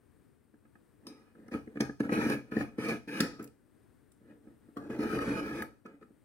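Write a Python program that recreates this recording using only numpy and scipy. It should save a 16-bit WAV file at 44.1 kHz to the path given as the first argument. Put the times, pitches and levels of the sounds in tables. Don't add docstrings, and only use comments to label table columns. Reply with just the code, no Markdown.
import sys
import numpy as np
from scipy import signal
from scipy.fft import rfft, irfft, next_fast_len
from scipy.io import wavfile
from scipy.ndimage import map_coordinates

SR = 44100
rng = np.random.default_rng(int(sys.argv[2]) if len(sys.argv) > 2 else 0)


def magnitude_from_level(level_db):
    exponent = np.asarray(level_db, float) / 20
    return 10 ** exponent


def inscribe(sig):
    pcm = np.round(np.clip(np.atleast_2d(sig).T, -1, 1) * 32767)
    wavfile.write(sys.argv[1], SR, pcm.astype(np.int16))


N = 275184

# (start [s], length [s], load [dB], load change [dB], bite [dB])
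JERKS = [(1.066, 0.26, -51.5, -8, 4), (1.514, 0.026, -37.5, 5, -3.5), (1.555, 0.027, -41, -18.5, -23.5),
         (1.755, 0.038, -46, -1, -3.5), (1.804, 0.11, -24.5, -14, -3.5), (2.002, 0.02, -35.5, -10, 10.5),
         (2.03, 0.022, -26, 1.5, -20.5), (2.093, 0.028, -32.5, 5, -13.5), (2.122, 0.21, -29.5, 2, 2),
         (2.514, 0.1, -39, 5.5, -0.5), (2.783, 0.072, -38.5, 5, 5), (2.885, 0.032, -28, -1, 6),
         (3.08, 0.11, -40.5, 3.5, 8), (3.205, 0.15, -26.5, -14.5, 3), (3.393, 0.034, -31.5, -4, -10.5)]
# (start [s], length [s], load [dB], load change [dB], bite [dB])
SLOW_PULL = [
    (4.763, 0.11, -31, 0, -27.5),
    (4.897, 0.068, -26, 1, -22),
    (4.989, 0.041, -32.5, 3, -5),
    (5.032, 0.13, -35.5, 6.5, -4),
    (5.207, 0.19, -27.5, 0, -2.5),
    (5.428, 0.18, -33.5, 2, -2),
]
# (start [s], length [s], load [dB], load change [dB], bite [dB])
SHIFTS = [(0.997, 0.066, -62, 13, -29), (1.35, 0.12, -45, 2.5, -30.5), (1.669, 0.07, -40.5, 2.5, -41),
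          (2.465, 0.019, -63.5, 7.5, -10), (2.722, 0.14, -51.5, -4.5, -10), (3.334, 0.036, -51.5, 1, -14),
          (4.202, 0.11, -59.5, 10, -18), (4.431, 0.078, -44.5, 1, -34), (4.623, 0.069, -58, 0.5, -17),
          (5.853, 0.092, -41, -5, -7.5), (6.011, 0.17, -41, -21.5, -23)]


def unit(x):
    return x / np.sqrt(np.mean(x ** 2) + 1e-20)


def along(points, hz):
    f, v = np.transpose(points)
    return np.interp(np.log(hz + 1), np.log(f + 1), v)


def filtered(x, response):
    m = next_fast_len(N + SR // 2)
    return irfft(rfft(x, m) * response(np.fft.rfftfreq(m, 1 / SR)), m)[..., :N]


def body(modes):
    def shape(f):
        total = 0
        for k, (centre, width, db) in enumerate(modes):
            resonance = 1j * f * width / (centre ** 2 - f * f + 1j * f * width)
            total = total + (-1) ** k * magnitude_from_level(db) * resonance
        return total

    norm = np.sqrt(np.mean(np.abs(shape(np.arange(SR // 2))) ** 2))
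    return lambda f: shape(f) / norm


def room_tone():
    # (frequency [Hz], level [dB per Hz])
    quiet = [(15, -40), (25, -10), (102, 0), (194, -5), (255, 0), (425, -7), (604, -16), (1090, -21),
             (1680, -21), (2970, -32), (6660, -38.5), (8730, -30), (10500, -35), (15800, -36)]
    # (frequency [Hz], likeness [0-1])
    alike = [(60, 0), (290, 0), (640, 0), (1500, 0.8), (15000, 0.48)]
    # (frequency [Hz], level [dB])
    quiet_lean = [(60, 15), (240, 5.5), (950, 6.5), (3770, 4), (15000, 8)]

    def colour(f):
        turn = np.arccos(np.clip(along(alike, f), -1, 1)) / 2
        whine = 1 + magnitude_from_level(3) / (1 + ((f - 8750) / 70) ** 2)
        return magnitude_from_level(along(quiet, f)) * whine * [np.cos(turn), np.sin(turn)]

    mid, side = filtered(rng.standard_normal((2, N)), colour)
    pair = filtered(np.array([mid + side, mid - side]),
                    lambda f: magnitude_from_level(np.outer([.5, -.5], along(quiet_lean, f))))
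    drift = map_coordinates(rng.standard_normal(40), [np.arange(N) * 5 / SR])
    return magnitude_from_level(-68 - 1.5 + 1.2 * drift) * pair / np.std(mid)


def knocks():
    # (time [s], frame peak [dB], table minus frame [dB], blade minus frame [dB])
    strikes = [(1.0682, -49, -21, 13), (1.4815, -44.5, -1.5, -9), (1.519, -38.5, 4, -13),
               (1.7703, -35.5, 5.5, -38), (1.8047, -23, 4.5, -5), (2.0034, -30.5, 13, -8.5),
               (2.0912, -27, -5, -23), (2.187, -33.5, 11, -15), (2.2134, -23, -28, -34),
               (2.2986, -24, 1.5, -4.5), (2.519, -34, 7.5, -20), (2.5665, -27.5, 10, -17),
               (2.607, -26, 3.5, -24.5), (3.075, -46.5, 12, -9), (3.1975, -35.5, 6, -17),
               (3.2032, -19.5, 2, 2.5), (3.2434, -43, 16.5, -15), (3.396, -44, 12, -7.5),
               (3.418, -51.5, 13, -22), (3.4751, -61.5, -5, 8.5), (4.1185, -95.5, 17, 11),
               (4.768, -46, 14.5, -24.5), (4.8987, -40, 14.5, -29), (4.99, -42.5, 18.5, -6),
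               (5.1313, -39.5, 13.5, -9), (5.1877, -27, -1, -11.5), (5.6198, -25, -14, -14)]
    # (time [s], frame peak [dB], table minus frame [dB])
    catches = [(0.5388, -59, 8), (0.651, -57.5, 3), (0.7528, -50.5, -7), (1.3514, -60, 4),
               (1.3892, -68, 23), (1.4247, -71, 14), (1.5453, -37, 11), (1.6734, -51, 14.5),
               (1.7566, -49, 16), (1.8188, -47, 19), (1.8939, -35.5, 5.5), (2.1216, -43, 25),
               (2.2623, -42, 22.5), (2.3194, -25, 1), (2.7837, -36.5, 13), (2.8967, -28.5, -6),
               (4.2127, -66, 15), (4.4706, -58.5, 14), (4.6857, -62.5, 16), (5.2746, -32, 4.5),
               (5.8534, -45, 4), (6.025, -51, -2), (6.105, -83.5, 34.5)]
    # (time [s], frequency [Hz], level [dB], t60 [s])
    ring_modes = [
        (1.8057, 5290, -41, 0.032),
        (3.2052, 5785, -32, .012),
        (3.426, 11600, -62.5, .04),
        (3.4413, 13960, -59.5, .02),
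        (3.4744, 8960, -69, 0.013),
        (4.1184, 8600, -70, .02),
        (4.768, 1224, -41.5, 0.053),
        (5.6227, 10200, -52, 0.013),
        (5.858, 1297, -51.5, 0.035),
        (6.023, 1278, -60.5, 0.06),
    ]
    catch_blade_db = -40
    force = np.zeros((4, N + SR))
    t = np.arange(SR // 8) / SR
    push = t * np.exp(-t / 0.00028)
    rattle_t60 = np.array([[.014], [.006]])  # frame, blade [s]
    rattle_decay = magnitude_from_level(-60 * t / rattle_t60) + magnitude_from_level(-20.5 - 60 * t / 0.0057)
    rattle_shape = rattle_decay * (1 - np.exp(-t / 0.00051))
    for s, db, table_db, blade_db in strikes + [(*row, catch_blade_db) for row in catches]:
        rattle = rng.standard_normal((2, len(t))) * rattle_shape
        parts = np.vstack([push, rattle])
        parts /= np.linalg.norm(parts, axis=1, keepdims=True)
        part_db = np.array([[table_db + 6.5], [12], [blade_db + 1.5]])
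        force[:3, round(s * SR):][:, :len(t)] += parts * magnitude_from_level(db + part_db)
    for s, hz, db, t60 in ring_modes:
        waver = np.cumsum(rng.normal(0, hz / 14000, len(t)))
        ring = np.sin(2 * np.pi * hz * t + waver) * magnitude_from_level(-60 * t / t60) * (1 - np.exp(-t * hz / 2))
        force[3, round(s * SR):][:len(t)] += ring / np.linalg.norm(ring) * magnitude_from_level(db + 23.5)
    return force[:, :N]


def slips(rate, scatter_db, smooth):
    timing, luck, side = rng.random((3, N))
    size = magnitude_from_level(-scatter_db * np.log(luck + .01)) * np.sign(side - .5)
    return unit(unit((timing < rate / SR) * size) + smooth * rng.standard_normal(N))


def pulls(rows, part):
    follow = {"table": (-6.5, 1.87, 0.3, -0.7, 233), "frame": (-17.5, 1.69, 0.6, 0, 323),
              "discs": (-21.5, 1.97, 0.93, -0.5, 294), "grit": (-35.5, 2, 1.02, 0, 317)}
    attack_db_per_s, surge_s = 3006, 0.014
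    over_db, swing, share, held_db, release = follow[part]
    t, gain = np.arange(N) / SR, np.zeros(N)
    for s, length, load_db, change_db, bite_db in rows:
        near = slice(max(round(s * SR) - SR // 10, 0), round((s + length) * SR) + SR // 2)
        u = t[near] - s
        onset = attack_db_per_s * np.minimum(u, 0)
        fade = release * np.maximum(u - length, 0)
        start_offset = held_db * np.exp(-np.abs(u) / surge_s)
        drift = swing * change_db * np.clip(u / length, 0, 1)
        gain[near] += magnitude_from_level(load_db + over_db + share * bite_db + drift + onset - fade - start_offset)
    return gain


def table_top(push, coarse):
    # (frequency [Hz], width [Hz], level [dB])
    table_modes = [(84, 60, -18), (129.3, 11, -6), (229.6, 48, 5), (246.7, 188, -6), (283.7, 13.3, 6.5),
                   (336, 74.4, -8), (429.6, 29.4, -0.5), (530, 151.4, -8.5), (569.4, 161, -16)]
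    # (frequency [Hz], level [dB])
    slow_table = [(70, 7), (130, -1.5), (210, -3.5), (300, 0), (500, 1)]
    rest_db = -79.5
    quick = (pulls(JERKS + SHIFTS, "table") + magnitude_from_level(rest_db)) * coarse
    slow = filtered(pulls(SLOW_PULL, "table") * coarse, lambda f: magnitude_from_level(along(slow_table, f)))
    return filtered(push + quick + slow, body(table_modes))


def frame_and_discs(rattle, drag):
    # (frequency [Hz], width [Hz], level [dB])
    frame_modes = [(699, 23, -8.5), (848, 92, -8.5), (1266.5, 47.4, 0.5), (1386, 266, -8.5),
                   (1679, 131, -2.5), (1904, 390, -10)]
    # (frequency [Hz], width [Hz], level [dB])
    disc_modes = [(2288, 196, -6.5), (2504, 74, -3.5), (2820, 116, -18.5), (2936, 130, -16)]
    heavy_hz = 3200
    slow_gain = magnitude_from_level(-1) * pulls(SLOW_PULL + SHIFTS, "discs")
    discs = magnitude_from_level(-13.5) * rattle + (pulls(JERKS, "discs") + slow_gain) * drag
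    frame = rattle + pulls(JERKS + SLOW_PULL + SHIFTS, "frame") * drag
    merged = body([(1210, 2830, 0)])
    panel = magnitude_from_level(-4.5) * filtered(frame, lambda f: merged(f) ** 2 / 3)
    heavy = filtered(frame, body(frame_modes)) + panel + filtered(discs, body(disc_modes))
    return filtered(heavy, lambda f: heavy_hz ** 2 / (heavy_hz ** 2 - f * f + 1.4j * f * heavy_hz))


def clink():
    # (time [s], frequency [Hz], level [dB], t60 [s])
    partials = [
        (1.068, 5080, -51, .15),
        (1.068, 8950, -57, .09),
        (1.068, 3800, -64, .3),
        (1.068, 12100, -62, .05),
    ]
    out, t = np.zeros(N + SR), np.arange(SR // 3) / SR
    for s, hz, db, t60 in partials:
        waver = np.cumsum(rng.normal(0, .1, len(t)))
        out[round(s * SR):][:len(t)] += magnitude_from_level(db - 60 * t / t60) * np.sin(2 * np.pi * hz * t + waver)
    return out[:N]


def blade_rasp(rattle, coarse, fine):
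    # (frequency [Hz], width [Hz], level [dB])
    blade_modes = [(4550, 1400, 2.8), (5630, 900, 4), (5800, 890, 2.3), (8860, 260, 4), (9300, 460, 7.1),
                   (10200, 140, 8.4), (11200, 730, 8.4)]
    # (frequency [Hz], level [dB per Hz])
    grit = [(1500, 4.5), (3000, 3.5), (4500, -0.5), (6200, -6), (7800, -14), (10000, -5), (13000, -14.5),
            (15500, -11)]

    def rasp(f):
        peaks = sum(magnitude_from_level(db) / (1 + (2 * (f - c) / w) ** 2) for c, w, db in blade_modes)
        return magnitude_from_level(along(grit, f) + 7) * np.sqrt(1 + peaks)

    scrape = pulls(JERKS + SLOW_PULL, "grit") * unit(.19 * coarse + fine)
    return filtered(rattle + scrape, rasp)


def sharpener():
    coarse = slips(1400, scatter_db=2.5, smooth=0.78)
    fine = slips(5000, scatter_db=3.5, smooth=1.2)
    drag = unit(coarse + 0.81 * fine)
    table_push, frame_rattle, blade_rattle, ring = knocks()
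    steel = frame_and_discs(frame_rattle, drag) + blade_rasp(blade_rattle, coarse, fine) + ring + clink()
    return table_top(table_push, coarse) + steel


def echoes(x, t60, share, delay, size):
    x, wet = np.pad(x, (size, 2 * size)), np.zeros((2, N + 8 * size))
    for start in range(0, N + size, size):
        hz, t, z = signal.stft(rng.standard_normal((2, size)), SR, nperseg=128)
        decay = magnitude_from_level(-60 * t / along(t60, hz)[:, None])
        tail = signal.istft(z * decay, SR, nperseg=128)[1]
        piece = x[start:start + 2 * size] * np.hanning(2 * size)
        answer = signal.fftconvolve(piece[None], tail / np.linalg.norm(tail[0]), axes=1)
        wet[:, start:start + answer.shape[1]] += answer
    delayed = wet[:, size - round(delay * SR):][:, :N]
    return filtered(delayed, lambda f: magnitude_from_level(along(share, f)))


def room(x):
    # (frequency [Hz], level [dB])
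    near_share = [(100, -67.5), (300, -21.5), (1000, 2.5), (3000, 4.5), (14000, 7.5)]
    # (frequency [Hz], t60 [s])
    walls = [(150, 0.56), (600, 0.096), (2000, 0.36), (6000, 0.41), (14000, 0.13)]
    # (frequency [Hz], level [dB])
    wet_share = [(100, 0), (300, -29), (700, 6), (2000, -12.5), (14000, 2)]
    near = echoes(x, [(1000, 0.022)], near_share, delay=.0004, size=4096)
    return near + echoes(x, walls, wet_share, delay=.004, size=14000)


def scene():
    # (frequency [Hz], level [dB])
    lean = [(60, 4.5), (250, 0), (1300, 1), (4000, -0.5), (9000, 5), (15000, 5.5)]
    lead_s = .00012
    half = np.array([[.5], [-.5]])
    tool = sharpener()
    ports = lambda f: magnitude_from_level(half * along(lean, f)) * np.exp(2j * np.pi * f * half * lead_s)
    return filtered(tool + room(tool), ports) + room_tone()


def top_cut(x):
    return signal.sosfilt(signal.butter(12, 16810, fs=SR, output="sos"), x)


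def record(dry):
    low_cut_hz, top_hz = 53, 15800
    mix = filtered(dry, lambda f: (f < top_hz) * 1j * f / (low_cut_hz + 1j * f))
    return top_cut(mix)


dry = scene()
out = record(dry)
inscribe(out)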